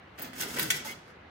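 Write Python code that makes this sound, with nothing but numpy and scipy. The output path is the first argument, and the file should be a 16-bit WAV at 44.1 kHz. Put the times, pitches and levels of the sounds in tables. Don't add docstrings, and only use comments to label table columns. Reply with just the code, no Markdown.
import sys
import numpy as np
from scipy import signal
from scipy.io import wavfile

SR = 44100
rng = np.random.default_rng(int(sys.argv[2]) if len(sys.argv) > 2 else 0)


def natural_amplitude(level_db):
    exponent = np.asarray(level_db, float) / 20
    return 10 ** exponent


def generate_wav(sig):
    pcm = np.round(np.clip(np.atleast_2d(sig).T, -1, 1) * 32767).astype(np.int16)
    wavfile.write(sys.argv[1], SR, pcm)


N = 57330

# (time [s], friction level [dB], load passed into the frame [dB],
# brightness [-1 dull to 1 bright])
SLIDE = [(.12, -87, -92, -0.098), (.172, -73, -79, 0.19), (0.185, -45, -51, -0.92),
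         (.25, -45.5, -47.5, -0.52), (0.309, -62, -63, -0.97), (0.387, -40.5, -51.5, 0.093),
         (0.409, -31.5, -47.5, 0.23), (0.43, -38, -51, 0.22), (.46, -43.5, -43, -0.076),
         (.53, -42.5, -51, -0.17), (.575, -38, -43.5, -0.21), (.62, -35, -43, -0.013),
         (.66, -43.5, -44, 0.17), (.70, -46.5, -46, 0.29), (0.768, -40, -46.5, -0.0045),
         (0.837, -57, -54.5, -1.16), (.856, -40.5, -61, 0.1), (.925, -48, -56, -0.22)]
# (time [s], length [s], level [dB], cut-off [Hz])
BRUSH = (1.04, .11, -55, 2500)
# (time [s], level [dB], brightness [dB per octave], chatter [s],
# body below the guide's cut-off [dB])
KNOCKS = [(.177, -63, -3, 0.004, -10), (0.182, -50.5, -5.5, 0.0063, -2.5), (0.193, -47, 19, 0.002, 6),
          (0.216, -57, 3, 0.0017, -2.5), (0.22, -38, 25.5, 0.0066, -12), (.332, -50, -4, 0.0022, -9),
          (.402, -52, -0.5, 0.0076, -1.5), (0.409, -42, 4, 0.006, -5), (0.422, -38, -0.5, 0.0022, -29.5),
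          (.432, -50, -5, 0.00085, -7), (.564, -45, -12.5, 0.0034, -25), (.569, -39.5, -8.5, 0.009, -9.5),
          (.586, -37, 0, 0.0015, -6), (.5955, -29, 2.5, 0.001, -4), (0.606, -43.5, -1.5, 0.0059, -7),
          (0.618, -48, -15.5, 0.0079, -19), (0.628, -33.5, 5.5, 0.0032, -3.5),
          (.641, -49, -13, 0.0071, -16), (0.656, -42.5, -12.5, 0.0017, 7.5), (0.703, -27, 0, 0.0022, -13.5),
          (.706, -31, 2, .003, -29.5), (.713, -34, -0.5, 0.0065, -12), (0.848, -46.5, 2, 0.0034, 12),
          (0.865, -64, -6, 0.0024, -8.5)]
# (time [s], length [s], pitch [Hz], level [dB], unsteadiness [Hz])
SINGS = [(.188, .016, 14800, -49, 350), (.219, .022, 14550, -42, 150), (.407, .014, 6300, -41, 120),
         (.235, .06, 14700, -57, 300), (.403, .011, 7600, -47, 80), (.404, .016, 5200, -47, 120),
         (.404, .01, 1800, -47, 80), (.416, .011, 1500, -46, 60), (.702, .018, 1500, -39, 30),
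         (.35, .12, 15000, -55, 350), (.7025, .016, 3140, -38, 60), (.702, .018, 3417, -36, 30),
         (.419, .014, 3380, -41, 50), (.429, .01, 2040, -39, 40), (.566, .014, 1510, -41, 40),
         (.568, .014, 2250, -46, 60), (.602, .03, 1576, -44, 25), (.626, .024, 1590, -45, 30),
         (.65, .02, 1620, -48, 50), (.585, .03, 520, -48, 10), (.848, .035, 872, -47, 12),
         (.582, .022, 1050, -45, 90), (.605, .03, 2300, -47, 80), (.872, .066, 2080, -45, 3),
         (.88, .068, 2205, -48.5, 4), (.91, .035, 2950, -54, 10), (.915, .03, 3270, -54, 20),
         (.864, .012, 3250, -52, 60), (.62, .02, 12200, -46, 150), (.855, .04, 11900, -54, 80),
         (.702, .022, 1830, -39, 40), (.703, .026, 2000, -40, 40), (.704, .024, 2690, -42, 30),
         (.584, .008, 1700, -40, 200), (.594, .006, 1800, -35, 80), (.592, .009, 3400, -41, 100),
         (.571, .03, 1980, -47, 40)]
# (time [s], length [s], start pitch [Hz], end pitch [Hz], level [dB])
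HUMS = [(.2, .13, 240, 250, -51), (.3, .13, 250, 260, -51), (.277, .01, 260, 220, -45),
        (.294, .013, 230, 190, -45), (.39, .1, 150, 140, -53), (.415, .05, 335, 315, -51),
        (.53, .075, 250, 222, -47), (.53, .08, 138, 148, -51), (.61, .07, 150, 140, -45),
        (.6, .09, 225, 215, -51), (.595, .105, 342, 300, -42), (.66, .1, 125, 135, -49),
        (.735, .065, 140, 152, -47), (.78, .045, 252, 240, -51), (.84, .1, 232, 220, -53),
        (.845, .05, 570, 555, -53)]
# (frequency [Hz], level [dB per Hz])
BAND_COLOUR = [(350, -12), (1300, -8.5), (1550, -5.5), (3000, -8.5), (6000, -9), (13000, -13.5),
               (14800, -12), (16000, -16)]
# (frequency [Hz], level [dB], time to fall 60 dB [s])
GUIDE_MODES = [(1500, -1, .07), (1830, 0, .07), (1986, -1, .1), (2254, -2, .1), (2687, -2, .09),
               (2820, -5, .12), (3136, -2, .06), (3417, 0, .06), (3970, -5, .07), (4640, -6, .07),
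               (8979, -9, .09), (9830, -8, .1), (12800, -10, .04), (13600, -8, .07)]
# (frequency [Hz], level [dB], time to fall 60 dB [s])
FRAME_MODES = [(122, -8, 0.06), (143, -6.5, 0.07), (196.5, -5.5, 0.05), (247, -6, 0.05), (296, -6.5, 0.036),
               (337, -5.5, 0.031), (400, -6, 0.03), (522, -10, .035), (592, -10, 0.031), (720, -12, 0.028)]
# (frequency [Hz], likeness [0 to 1])
LIKENESS = [(100, 0.98), (250, 0.99), (500, 0.24), (4000, 0.13)]
# (frequency [Hz], level [dB])
SHOP_COLOUR = [(30, -40.5), (50, 1), (82, 1), (200, -5.5), (420, -7), (1900, -9.5), (4000, -24.5),
               (8000, -49.5), (16000, -54.5)]

CATCHES_PER_S, CATCH_SPREAD_DB = 4000, 3
CLUMP_DB, CLUMP_HZ = 1.8, 70
TILT_DB = 7
BAND_T60_S, KNOCK_T60_S = 0.028, 0.041
KNOCK_CUT_HZ, CLEAR_MODES_DB = 1380, -3
SING_FLUTTER_DB = 1.3
SHOP_DB = -51.5
ROOM_T60_S, ROOM_DB, ROOM_CUT_HZ = 0.48, -7, 5900
RIGHT_DB = 0.36
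BASS_CUT_HZ, TOP_HZ = 66, 15900


def rms_one(x):
    return x / np.sqrt(np.mean(x ** 2) + 1e-20)


def at_hz(points, hz):
    table = np.array(points)
    return np.interp(np.log(hz), np.log(table[:, 0]), table[:, 1])


def convolve(x, response):
    return signal.fftconvolve(np.atleast_2d(x), response, axes=1)[:, :N]


def drift(rate_hz):
    warm_up = SR // 4
    r = np.exp(-2 * np.pi * rate_hz / SR)
    noise = rng.standard_normal(N + warm_up)
    return rms_one(signal.lfilter([1], [1, -2 * r, r * r], noise)[warm_up:])


def hump(start, length):
    u = np.clip((np.arange(N) / SR - start) / length, 0, 1)
    return np.sin(np.pi * u ** .7) ** 2


def modes(hz, level_db, t60, spread):
    t60 = np.clip(t60, .004, .2)
    t = np.arange(int(.75 * t60.max() * SR)) / SR
    apart = rng.uniform(-np.pi / 2, np.pi / 2, (len(hz), 1)) * [[0.93, -1.086]]
    phase = rng.uniform(0, 2 * np.pi, (len(hz), 1)) + spread * apart
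    strength = natural_amplitude(level_db) / np.sqrt(t60)
    turn_and_decay = 2j * np.pi * hz - np.log(1000) / t60
    ring = strength[:, None] * np.exp(t * turn_and_decay[:, None])
    out = np.imag(np.exp(1j * phase).T @ ring)
    return out / np.sqrt(np.sum(out ** 2) / 2)


def band_ring(t60, tilt_db, body_db=0, count=260):
    root = np.linspace(np.sqrt(350), np.sqrt(16000), count)
    hz = (root + rng.uniform(-0.2, 0.35, count)) ** 2
    level = at_hz(BAND_COLOUR, hz) + 5 * np.log10(hz)
    level += tilt_db * np.log2(hz / 4000)
    level += body_db * (hz < KNOCK_CUT_HZ) + rng.normal(0, 3.2, count)
    uneven_db = np.clip(rng.normal(0, 4.1, count), -5, 5)
    return modes(hz, level, t60 * natural_amplitude(uneven_db), 0.98)


def catches(rate):
    sizes_db = CATCH_SPREAD_DB * np.minimum(rng.exponential(1, N), 4)
    sizes = natural_amplitude(sizes_db) * rng.choice([-1, 1], N)
    clicks = sizes * (rng.random(N) < rate / SR)
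    return rms_one(clicks) * natural_amplitude(CLUMP_DB * drift(CLUMP_HZ))


def slide():
    s, rub_db, _, bright = np.transpose(SLIDE)
    t = np.arange(N) / SR
    points = np.linspace(-1, 1, 6)
    force = natural_amplitude(np.interp(t, s, rub_db) - 780 * np.maximum(t - s[-1], 0))
    place = np.interp(t, s, bright)
    shares = np.array([natural_amplitude(0.68 * drift(12.0) - 14.3 * (place - p) ** 2) for p in points])
    shares /= np.sqrt(np.sum(shares ** 2, axis=0))
    out = np.zeros((2, N))
    for p, share in zip(points, shares):
        rub = force * share * catches(CATCHES_PER_S / 4)
        out += convolve(rub, band_ring(BAND_T60_S, TILT_DB * p))
    return out


def brush():
    start, length, level_db, cut_hz = BRUSH
    rub = natural_amplitude(level_db) * hump(start, length) * catches(CATCHES_PER_S)
    sound = convolve(rub, band_ring(BAND_T60_S, 0))
    return signal.lfilter(*signal.butter(1, cut_hz, fs=SR), sound)


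def knocks():
    out = np.zeros((2, N + SR))
    t = np.arange(SR // 20) / SR
    hz, db, t60 = np.transpose(GUIDE_MODES)
    for s, level_db, tilt_db, chatter, body_db in KNOCKS:
        force = rng.standard_normal(len(t)) ** 3 * np.exp(-t / max(chatter, .0005))
        force[0] += 1.3 * np.sqrt(np.sum(force ** 2) * 0.0013 / max(chatter, .002))
        force *= natural_amplitude(level_db + 29.0) / np.sqrt(np.sum(force ** 2))
        clear_db = CLEAR_MODES_DB - 2 * max(tilt_db, 0)
        clear = natural_amplitude(clear_db) * modes(hz, db + rng.normal(0, 1, len(hz)), t60, 0.93)
        start = int(s * SR)
        for ring in clear, band_ring(KNOCK_T60_S, tilt_db, body_db):
            sound = convolve(np.pad(force, (0, ring.shape[1])), ring)
            out[:, start:start + sound.shape[1]] += sound
    return out[:, :N]


def held_tone(start, length, hz, level_db):
    middle_hz = hz.mean()
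    apart = np.arccos(np.clip(at_hz(LIKENESS, middle_hz), 0, 1)) / 2 * rng.choice([-1, 1])
    phase = 2 * np.pi * np.cumsum(hz) / SR + rng.uniform(0, 2 * np.pi)
    tone = np.sin(phase + apart * np.array([[1], [-1]]))
    level = natural_amplitude(level_db + 3 + SING_FLUTTER_DB * drift(20 + middle_hz / 60))
    return level * tone * np.sqrt(hump(start, length)) / np.cos(apart)


def sings():
    out = np.zeros((2, N))
    for s, length, hz, db, sway in SINGS:
        out += held_tone(s, length, hz + sway * drift(170), db)
    return out


def frame_boom():
    s, _, load_db, _ = np.transpose(SLIDE)
    t = np.arange(N) / SR
    hz, db, t60 = np.transpose(FRAME_MODES)
    load = natural_amplitude(np.interp(t, s, load_db) - 52 * np.maximum(t - s[-1], 0)) * catches(1500)
    return convolve(load, modes(hz, db, t60, 0.078))


def frame_hums():
    t = np.arange(N) / SR
    out = np.zeros((2, N))
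    for s, length, start_hz, end_hz, db in HUMS:
        path = np.interp(t, [s, s + length], [start_hz, end_hz])
        out += held_tone(s, length, path + 1.5 * drift(12), db)
    return out


def room(x):
    t = np.arange(SR) / SR
    white = rng.standard_normal((2, 2, SR)) * np.clip(t / 0.0039, 0, 1)
    dull = signal.sosfilt(signal.butter(2, ROOM_CUT_HZ, fs=SR, output="sos"), white[0])
    tail = dull * natural_amplitude(-60 * t / ROOM_T60_S) + 0.58 * white[1] * natural_amplitude(-120 * t / ROOM_T60_S)
    return natural_amplitude(ROOM_DB) * convolve(x, tail / np.sqrt(np.sum(tail ** 2) / 2))


def shop():
    out = np.zeros((2, N))
    edges = 24 * 2 ** np.arange(0, 9.6, .5)
    white = rng.standard_normal((2, 2, N + 8000))
    for k, (low, high) in enumerate(zip(edges, edges[1:])):
        sos = signal.butter(3, [low, high], "band", fs=SR, output="sos")
        mid, side = signal.sosfilt(sos, white[k % 2])[:, 8000:]
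        hz = np.sqrt(low * high)
        alike = np.clip(at_hz(LIKENESS, hz), -1, 1)
        stereo = np.sqrt(1 + alike) * mid + np.sqrt(1 - alike) * side * [[1], [-1]]
        out += natural_amplitude(at_hz(SHOP_COLOUR, hz) + drift(15)) * stereo
    return natural_amplitude(SHOP_DB) * rms_one(out)


def scene():
    steel = slide() + brush() + knocks()
    mix = steel + room(steel) + sings() + frame_boom() + frame_hums() + shop()
    return mix * natural_amplitude([[-RIGHT_DB / 2], [RIGHT_DB / 2]])


def low_pass(x):
    return signal.sosfilt(signal.butter(12, 16980, fs=SR, output="sos"), x)


def record(dry):
    bass_cut = signal.butter(2, BASS_CUT_HZ, "high", fs=SR, output="sos")
    top_cut = signal.ellip(10, .5, 60, TOP_HZ, fs=SR, output="sos")
    mix = signal.sosfilt(np.vstack([bass_cut, top_cut]), dry)
    return low_pass(mix)


dry = scene()
out = record(dry)
generate_wav(out)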